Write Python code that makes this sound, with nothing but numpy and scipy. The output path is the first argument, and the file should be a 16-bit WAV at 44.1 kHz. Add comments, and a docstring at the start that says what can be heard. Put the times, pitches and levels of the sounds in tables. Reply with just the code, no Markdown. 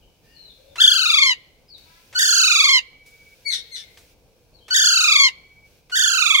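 """In a leafy tree a parakeet gives four loud, harsh screeches close to a stereo microphone.
Each is a stack of harmonics that slides down, warbling some 25 times a second, under a noisy rasp.
Two short yelps between them start as clean tones and break up rough.
Far birds chirp as gliding tones and one mutters a caw; a thin whistle and a low throb pulse faintly.
Filtered noise makes the air and hiss; sparse decaying reflections make the garden's short echo."""
import sys
import numpy as np
from scipy import signal
from scipy.fft import rfft, irfft, next_fast_len
from scipy.io import wavfile

SR = 44100
rng = np.random.default_rng(int(sys.argv[2]) if len(sys.argv) > 2 else 0)


def wav_record(signal):
    """Record a signal, one row per channel, as 16-bit PCM in the file named by sys.argv[1]."""
    frames = np.transpose(np.atleast_2d(signal))
    bounded = np.clip(frames, -1, 1)
    # unit amplitude maps onto the largest positive 16-bit level
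    quanta = np.round(bounded * 32767).astype(np.int16)
    wavfile.write(sys.argv[1], SR, quanta)


N = 282240
TIME_S = np.arange(N) / SR

# All source levels are those before the mix in scene().
# Screeches. Each row: start in seconds, length in seconds, time to full voice in seconds,
# voice level in dB, rasp level in dB, opening puff level in dB.
SCREECHES = [(.776, .56, 0.037, -12.5, -30.5, -36), (2.146, 0.65, 0.049, -10.5, -27, -41.5),
             (4.701, .591, .05, -10, -27.5, -38.5), (5.916, 0.6, 0.048, -9.5, -30, -44.5)]
# Pitch of each screech. Each row: opening note in Hz, top in Hz, end of the slide in Hz.
PITCHES = [(1340, 1675, 1010), (1480, 1696, 1018), (1490, 1713, 1045), (1460, 1706, 974)]
# Warble of each screech. Each row: delay of the first crest in seconds, depth in Hz,
# rate at the start, at EARLY_SHARE of the length and at the end in warbles per second.
WARBLES = [(.036, 156, 28.63, 25.58, 22.21), (.054, 165, 25.43, 27.77, 19.44),
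           (.052, 159, 25.29, 30.62, 22.41), (.051, 170, 25.78, 25.34, 21.49)]
# Resonances that swell and fade as beak and tongue move. Each row: centre in Hz, half width in Hz.
BEAK_RESONANCES = [(3350, 396), (4700, 1900), (6700, 1700)]
# Lift of those resonances. One block per screech, one row per stage (head, middle, tail).
# Each row: lift in dB of the first, second and third resonance.
BEAK_LIFTS = [
    [(11, 3, 4.5), (6, 5, -1.5), (-3, 3.4, -0.5)],
    [(-10.5, 4, 9.7), (-5, 4, 9.5), (-2.5, 2.5, 1)],
    [(-3, 5.5, 10.3), (-4, 2, 6.8), (-3, 3, 1)],
    [(1, -2, 9), (-0.5, -2, 5.5), (10.5, -13, -1.5)],
]
# Resonances that come up as the beak closes. Each row: centre in Hz, half width in Hz, lift in dB.
CLOSING_RESONANCES = [(2802, 250, 13.5), (5280, 120, 10)]
# Steady colour of the voice. Each row: frequency in Hz, gain in dB.
THROAT = [(1000, -22), (1250, -18), (1450, -15), (1850, -7.5), (2200, -6), (2450, -7), (2900, -17),
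          (3400, -7.5), (4000, -12.5), (4500, -10.5), (5600, -32), (6700, -16.5), (8000, -33.5),
          (9500, -37.5), (13000, -42)]
# The head points another way for each screech.
# Each row: frequency in Hz, left minus right in dB for screeches 1, 2, 3 and 4.
SIDES = [(1000, -1.5, 1.5, 1, 6), (1340, 4.5, 4, 4.5, 1.5), (1950, -3, -1, 2.5, 5.5),
         (2690, 2, -11, -6.5, -12.5), (3700, 2.5, 9, 9.5, -8), (4320, 12, 0.5, 4, -6.5),
         (5200, 6, -0.5, -1.5, 2), (6640, -14.5, -24, -33, -37), (7600, -0.5, -14, -17.5, -3.5),
         (12000, 15.5, 2.5, -12, 7)]
# Phase between the microphone ports. Each row: frequency in Hz, lead of the left port in radians.
PORT_LEAD = [(1000, -0.64), (1450, -1.48), (1850, -3), (2200, -2.5), (2600, -2), (3200, -1.23), (3900, -3),
             (4500, -4), (5500, -5), (7000, -8), (15000, -19.5)]
# Colour of the rasp. Each row: frequency in Hz, relative gain in dB.
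RASP_COLOUR = [(1500, -6), (2500, 0), (3300, 4), (4500, 7), (5700, 4), (6800, 9), (8000, 1), (9600, 4),
               (11200, -3), (13000, -5), (15000, -3)]
# Low rush of air under a screech. Each row: frequency in Hz, relative gain in dB.
RUSH_COLOUR = [(80, -20), (200, 0), (700, 3.5), (1000, -16.5), (1600, -42)]
# Yelps. Each row: start in seconds, length in seconds, pitch in Hz, level in dB,
# time until the note breaks in seconds.
YELPS = [(3.446, 0.094, 2257, -31.5, .056), (3.706, 0.065, 2147, -40, 0.04)]
# Colour of the yelps. Each row: frequency in Hz, relative gain in dB.
YELP_COLOUR = [(1400, -2), (1900, -10), (2250, 7), (3200, 4.5), (4300, 10), (5600, 1.5), (7000, -10),
               (9000, -4), (12000, -15), (15000, -32)]
# Beak clicks and leaf ticks. Each row: start in seconds, level in dB, centre in Hz, decay in seconds.
TICKS = [(1.779, -50.5, 5510, 0.0074), (3.06, -54.5, 5920, 0.047), (3.972, -42, 2220, 0.0072),
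         (3.977, -51.5, 4000, 0.045)]
# Far birds. Each row: start in seconds, length in seconds, start pitch in Hz, end pitch in Hz, level in dB.
CHIRPS = [(0.0, 0.056, 3100, 2990, -54), (0.212, 0.19, 1806, 1833, -60), (0.239, 0.2, 2730, 3010, -55.5),
          (0.228, 0.17, 4870, 4580, -60), (0.331, 0.18, 4444, 3900, -40.5), (.46, 0.076, 4120, 3360, -44),
          (0.559, 0.19, 510, 579, -48), (0.644, 0.13, 3680, 3510, -57.5), (1.677, 0.079, 5034, 4050, -39.5),
          (1.728, 0.042, 4490, 3400, -39.5), (3.801, 0.09, 2400, 1850, -47.5),
          (4.525, 0.084, 4680, 3895, -50.5), (4.587, 0.11, 3130, 3310, -49.5)]
# Thin whistles. Each row: start in seconds, end in seconds, level in dB.
WHISTLES = [(2.82, 3.35, -54), (5.3, 5.69, -55)]
# Low throbs. Each row: start in seconds, end in seconds, level in dB.
THROBS = [(1.9, 5.4, -69), (5.8, 6.5, -67.5)]
# Colour of the outdoor air. Each row: frequency in Hz, relative gain in dB.
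AIR_COLOUR = [(15, -56), (25, 2), (113, -3), (173, -5.5), (199, -10.5), (321, -10.5), (394, -11.5),
              (452, -7), (897, -18.5), (1500, -32), (1950, -47), (3300, -120)]
# Colour of the garden hiss. Each row: frequency in Hz, relative gain in dB.
HISS_COLOUR = [(590, -23.5), (1000, -18), (1360, -9.5), (1560, -1.5), (1880, -11.5), (2360, 2.5),
               (2970, -3.5), (5720, -3.5), (7440, -10), (13700, -10.5), (15500, -7)]
# Swells of the hiss. Each row: start in seconds, end in seconds, level in dB.
HISS_SWELLS = [(.22, .8, -68.5), (1.76, 2.15, -60.5), (3.04, 4.15, -62), (5.64, 5.82, -67)]

EARLY_SHARE, STAGE_SHARES = .3, (.15, .5, .85)  # shares of a screech's length
# a screech opens soft, dull and flat, leaps up, sinks evenly and drops as it stops
ONSET_S, LEAP_S, ATTACK_DB = .009, .022, -23.5
OPENING_DB, OPENING_DB_PER_HARMONIC = -1.5, -3.5
STOP_S, STOP_DROP_HZ, STOP_DB = .023, 97, -13.5
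# the warble narrows to one share of its depth, then calms between two times before the end
NARROW_SHARE, CALM_SHARE, CALM_FROM_S, CALM_BY_S = .56, .07, .145, .069
JITTER_RAD, WARBLE_JITTER_RAD = .025, .025  # always; added at the deepest warble
CLOSING_S, PUSH_DB = .14, 1  # beak closing: time before the end, last push
PUFF_LEAD_S, PUFF_HZ, PUFF_DECAY_S = .02, 1850, .028
RASP_ATTACK_DB, RASP_SINK_DB, RASP_STOP_DB, RASP_RELEASE_S = -19, -11, -28, .022
RASP_GAIN_DB, RUSH_DB = 3.5, -17  # rush relative to the rasp
YELP_ATTACK_S, YELP_ATTACK_DB, YELP_SOFT_DB = .016, -28, -4
YELP_RELEASE_S, YELP_RELEASE_DB = .07, -20
YELP_DROP_SHARE, YELP_DROP_S, YELP_BREAK_S = .18, .014, .025
YELP_CLEAN, YELP_ROUGH = .065, .8  # roughness before and after the break, 0-1
CHIRP_WOBBLE_SHARE, CHIRP_FLUTTER_DB = .026, 2.5
BEAT_RATE_HZ = 15.6
AIR_DB, AIR_SWELL_DB, HISS_DB = -59.5, 1.2, -64.5
EDGE_HZ = 15850


def screech(length_s, attack_s, level_db, pitches, warble_row, lift_rows, sides, skew=.17, jitter_hz=330,
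            shimmer_db=2.5, drift_hz=11, treble_db=-3, swell_db=3.0, swell_lag_rad=.16):
    """The syrinx sounds a stack of harmonics that the warble sweeps through the throat resonances."""
    t = np.arange(0, length_s, 1 / SR)
    warble, depth_hz = warbling(t, length_s, attack_s, *warble_row)
    opening = np.clip((attack_s - t) / LEAP_S, 0, 1)
    closed = np.interp(length_s - t, [CLOSING_S / 2, CLOSING_S], [1, 0])
    edges_db = np.interp(t, [0, ONSET_S, length_s - STOP_S, length_s], [ATTACK_DB, 0, 0, STOP_DB])
    effort_db = level_db + OPENING_DB * opening + edges_db
    lifts_db = [np.interp(t / length_s, STAGE_SHARES, column) for column in np.transpose(lift_rows)]
    # as the call sinks, its overtones swell at each dip of the warble
    sinking = np.interp(t / length_s, [.45, .75, 1], [0, 1, 0])
    overtone_db = -swell_db * np.cos(warble - swell_lag_rad) * sinking
    warble_shape = np.cos(warble) - skew * np.sin(2 * warble)  # quick rise, slower fall
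    hz = glide(t, length_s, attack_s, *pitches) + depth_hz * warble_shape + drift_hz * waver(t, 200)
    # the deeper the warble, the less regular the cycles: upper harmonics smear, the lowest stays clean
    jitter_rad = JITTER_RAD + WARBLE_JITTER_RAD * depth_hz / depth_hz.max()
    phase = phase_of(hz) + jitter_rad * waver(t, jitter_hz)
    ears, out = np.array([[.5], [-.5]]), 0
    for k in range(1, 10):
        f = k * hz
        db = effort_db + read(THROAT, f) + overtone_db * (k > 1) + shimmer_db * waver(t, 100)
        db = db + treble_db * np.clip((f - 7000) / 1500, 0, 1)
        for lift_db, (centre_hz, width_hz) in zip(lifts_db, BEAK_RESONANCES):
            db = db + lift_db * bump(f, centre_hz, width_hz)
        for centre_hz, width_hz, lift_db in CLOSING_RESONANCES:
            db = db + closed * lift_db * bump(f, centre_hz, width_hz)
        db = db + PUSH_DB * closed + OPENING_DB_PER_HARMONIC * (k - 1) * opening
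        pan = amp(ears * read(sides, f))
        pan = pan / np.sqrt(np.mean(pan ** 2, axis=0))
        out = out + amp(db) * pan * np.cos(k * phase + ears * read(PORT_LEAD, f))
    return np.sqrt(2) * out * fade(t, .001)


def glide(t, length_s, attack_s, opening_hz, top_hz, end_hz):
    """Pitch of a screech without its warble: flat opening, leap, long slide, last drop."""
    times_s = [attack_s - LEAP_S, attack_s, length_s - STOP_S, length_s]
    return np.interp(t, times_s, [opening_hz, top_hz, end_hz, end_hz - STOP_DROP_HZ])


def warbling(t, length_s, attack_s, crest_s, depth_hz, *rates_hz):
    """Phase and depth of the warble: it sets in with the leap, narrows and ends slower."""
    turn = phase_of(np.interp(t, [0, EARLY_SHARE * length_s, length_s], rates_hz))
    times_s = [attack_s - LEAP_S, attack_s, length_s - CALM_FROM_S, length_s - CALM_BY_S]
    share = np.interp(t, times_s, [0, 1, NARROW_SHARE, CALM_SHARE])
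    return turn - np.interp(crest_s, t, turn), depth_hz * share


def rasp(length_s, attack_s, rasp_db, pitches, flutter_db=1.96, left_db=-4, edge=1.6, leak_db=-24):
    """Air rushes through the open beak in uneven gusts, mostly from the second harmonic upwards."""
    t = np.arange(0, length_s + RASP_RELEASE_S, 1 / SR)
    times_s = [attack_s - LEAP_S, attack_s, length_s - STOP_S, t[-1]]
    shape_db = np.interp(t, times_s, [RASP_ATTACK_DB, 0, RASP_SINK_DB, RASP_SINK_DB + RASP_STOP_DB])
    pitch_hz = glide(t, length_s, attack_s, *pitches)
    air = noise(len(t), RASP_COLOUR, .25) * amp([[left_db], [0]])
    # hollow between the second and third harmonics
    valley = above(air, 2.25 * pitch_hz) - above(air, 2.65 * pitch_hz)
    air = above(air, edge * pitch_hz) - valley + amp(leak_db) * air
    air = air + amp(RUSH_DB) * noise(len(t), RUSH_COLOUR, 1.0)
    db = rasp_db + shape_db + RASP_GAIN_DB + flutter_db * waver(t, 90)
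    return air * amp(db) * fade(t, .0027)


def yelp(start_s, length_s, top_hz, level_db, break_s, jitter_rad=.69, jitter_hz=520, right_db=-4,
         shimmer_db=4):
    """A clean note swells in softly, then drops in pitch and breaks up rough by phase jitter."""
    t = np.arange(0, length_s + YELP_RELEASE_S, 1 / SR)
    drop = 1 / (1 + np.exp((break_s + YELP_BREAK_S / 2 - t) / YELP_DROP_S))
    hz = top_hz * (1 - YELP_DROP_SHARE * drop)
    rough = np.interp(t, [break_s, break_s + YELP_BREAK_S], [YELP_CLEAN, YELP_ROUGH])
    shape_db = np.interp(t, [0, YELP_ATTACK_S, break_s, length_s, t[-1]],
                         [YELP_ATTACK_DB, YELP_SOFT_DB, 0, 0, YELP_RELEASE_DB])
    phase = phase_of(hz) + jitter_rad * rough * waver(t, jitter_hz)
    voice = unit(sum(amp(read(YELP_COLOUR, k * hz)) * np.cos(k * phase) for k in range(1, 8)))
    gain = amp(level_db + shape_db + shimmer_db * rough * waver(t, 260))
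    return start_s, voice * gain * fade(t, .0032) * amp([[0], [right_db]])


def tick(start_s, db, hz, decay_s, rise_s=.002):
    """A small dry burst of band-passed noise that dies away exponentially."""
    t = np.arange(SR // 4) / SR

    def band(f):
        return f * hz / (f ** 2 + hz ** 2) / (1 + (f / (4 * hz)) ** 2)

    burst = unit(colour(rng.standard_normal((2, len(t))), band))
    burst = burst + .5 * burst[::-1]  # each side leaks into the other
    return start_s, amp(db) * burst * np.exp(-t / decay_s) * fade(t, rise_s)


def chirp(start_s, length_s, start_hz, end_hz, db):
    """A far bird: one slightly unsteady gliding tone."""
    t, hz = play([(start_s, start_hz), (start_s + length_s, end_hz)])
    phase = phase_of(hz * (1 + CHIRP_WOBBLE_SHARE * waver(t, 110)))
    tone = unit(np.sin(phase) * amp(CHIRP_FLUTTER_DB * waver(t, 90)))
    return start_s, amp(db) * tone * fade(t, length_s / 3)


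def mutter(db=-51):
    """A faint nasal caw that rises a little: harmonics 3 to 17 without the lowest two."""
    t, hz = play([(1.83, 315), (2.02, 350)])
    phase = phase_of(hz * (1 + .008 * waver(t, 120)))
    voice = unit(sum(np.cos(k * phase) / np.sqrt(k) for k in range(3, 18)))
    return t[0], amp(db) * voice * fade(t, .06)


def pulsing(whistle_hz=2272, throb_hz=485, throb_width_hz=45):
    """A thin whistle and a low throb, both swelling with one beat about 16 times a second."""
    beat = np.cos(2 * np.pi * BEAT_RATE_HZ * TIME_S + .5 * waver(TIME_S, 3.9))
    whistle = np.sin(2 * np.pi * whistle_hz * TIME_S + .5 * waver(TIME_S, 41)) * (1 + beat / 2)
    throb = np.sin(2 * np.pi * throb_hz * TIME_S + waver(TIME_S, throb_width_hz)) * (1 + beat) ** 2
    return unit(whistle) * spans(WHISTLES, edge_s=.01) + unit(throb) * spans(THROBS, edge_s=.34)


def outdoors():
    """Low rumble of the open air, gently wavering, under a hiss that swells now and then."""
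    air = unit(noise(N, AIR_COLOUR, .75)) * amp(AIR_DB + AIR_SWELL_DB * waver(TIME_S, 8))
    hiss = unit(noise(N, HISS_COLOUR, .1)) * (amp(HISS_DB) + spans(HISS_SWELLS, edge_s=.034))
    return air + hiss


def echo(x, t60_s, treble_hz, delay_s):
    """Sparse reflections that die away; the leaves soak up the treble."""
    t = np.arange(SR) / SR
    signs = rng.choice([-1., 1.], (2, SR))
    present = rng.random((2, SR)) < 2500 / SR  # about 2500 reflections a second
    taps = signs * present * (t > delay_s) * amp(-60 * t / t60_s)
    taps = taps / np.linalg.norm(taps, axis=1, keepdims=True)
    taps = colour(taps, lambda f: 1 / (1 + (f / treble_hz) ** 4))
    return signal.fftconvolve(x, taps, axes=1)[:, :N]


def amp(db):
    """Decibels to gain."""
    return 10 ** (np.asarray(db) / 20)


def unit(x):
    """Scales to rms 1."""
    return x / np.sqrt(np.mean(x ** 2) + 1e-20)


def phase_of(hz):
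    """Phase in radians of a moving frequency."""
    return 2 * np.pi * np.cumsum(hz) / SR


def bump(hz, centre_hz, width_hz):
    """Bell-shaped resonance, 1 at its centre."""
    return np.exp(-((hz - centre_hz) / width_hz) ** 2)


def read(points, hz):
    """Reads a spectrum on a log-frequency axis."""
    f, value = np.transpose(points)
    return np.interp(np.log(hz + 1), np.log(f + 1), value)


def play(rows):
    """Sample times and every column of a curve table."""
    s, *columns = np.transpose(rows)
    t = np.arange(s[0], s[-1], 1 / SR)
    return [t] + [np.interp(t, s, c) for c in columns]


def add(mix, start_s, sound):
    """Mixes a sound in at start_s."""
    part = mix[:, max(round(start_s * SR), 0):][:, :sound.shape[-1]]
    part += sound[..., :part.shape[-1]]


def colour(x, gain):
    """Filters by a gain given as a function of Hz."""
    size = next_fast_len(x.shape[-1])
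    return irfft(rfft(x, size) * gain(np.fft.rfftfreq(size, 1 / SR)), size)[..., :x.shape[-1]]


def waver(t, top_hz):
    """Random wobble of rms 1, mostly slower than top_hz."""
    return unit(colour(rng.standard_normal(len(t)), lambda f: 1 / np.sqrt(1 + (f / top_hz) ** 12)))


def noise(size, spectrum, same):
    """Stereo noise with a given spectrum and left-right correlation."""
    left, other = rng.standard_normal((2, size))
    right = same * left + np.sqrt(1 - same ** 2) * other
    return colour(np.array([left, right]), lambda f: amp(read(spectrum, f)))


def above(x, hz):
    """Keeps only what lies above the moving edge hz."""
    turn = np.exp(1j * phase_of(hz))
    z = signal.hilbert(x) / turn  # shift the edge to 0 Hz, then drop negative frequencies
    return (turn * (signal.hilbert(z.real) + 1j * signal.hilbert(z.imag))).real / 2


def fade(t, edge_s):
    """Linear ramps at start and end."""
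    return np.clip(np.minimum(t - t[0], t[-1] - t) / edge_s, 0, 1)


def spans(rows, edge_s):
    """Gain of sounds that fade in, hold and fade out."""
    return sum(amp(db) * np.clip(np.minimum(TIME_S - start_s, end_s - TIME_S) / edge_s, 0, 1)
               for start_s, end_s, db in rows)


def scene():
    """The near bird is almost dry; the yelps and far birds carry more of the garden's echo."""
    near, yelps, far = np.zeros((3, 2, N))
    sides = np.array(SIDES)
    for k, (start_s, length_s, attack_s, voice_db, rasp_db, puff_db) in enumerate(SCREECHES):
        add(near, *tick(start_s - PUFF_LEAD_S, puff_db, PUFF_HZ, PUFF_DECAY_S))  # beak opens
        voice = screech(length_s, attack_s, voice_db, PITCHES[k], WARBLES[k], BEAK_LIFTS[k], sides[:, [0, k + 1]])
        add(near, start_s, voice)
        add(near, start_s, rasp(length_s, attack_s, rasp_db, PITCHES[k]))
    for row in TICKS:
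        add(near, *tick(*row))
    for row in YELPS:
        add(yelps, *yelp(*row))
    for row in CHIRPS:
        add(far, *chirp(*row))
    add(far, *mutter())
    far = far * amp([[2], [-3]])  # left, right
    to_leaves = amp(-10) * near + amp(9.5) * yelps + amp(-7.5) * far
    leaves = echo(to_leaves, t60_s=.091, treble_hz=10970, delay_s=.001)
    to_garden = amp(-29) * near + amp(-2) * yelps + amp(-6.5) * far
    garden = echo(to_garden, t60_s=.69, treble_hz=4950, delay_s=.004)
    direct = amp(-1.07) * near + yelps + amp(-14.0) * far
    return direct + leaves + garden + pulsing() + outdoors()


def record(dry):
    """Rounds off the highest peaks, then applies the recorder's band limit."""
    held = dry / (1 + (dry / .95) ** 20) ** .05
    lowpass = signal.firwin(511, EDGE_HZ, window=("kaiser", 9), fs=SR)
    return signal.oaconvolve(held, lowpass[None], "same")


dry = scene()
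out = record(dry)
wav_record(out)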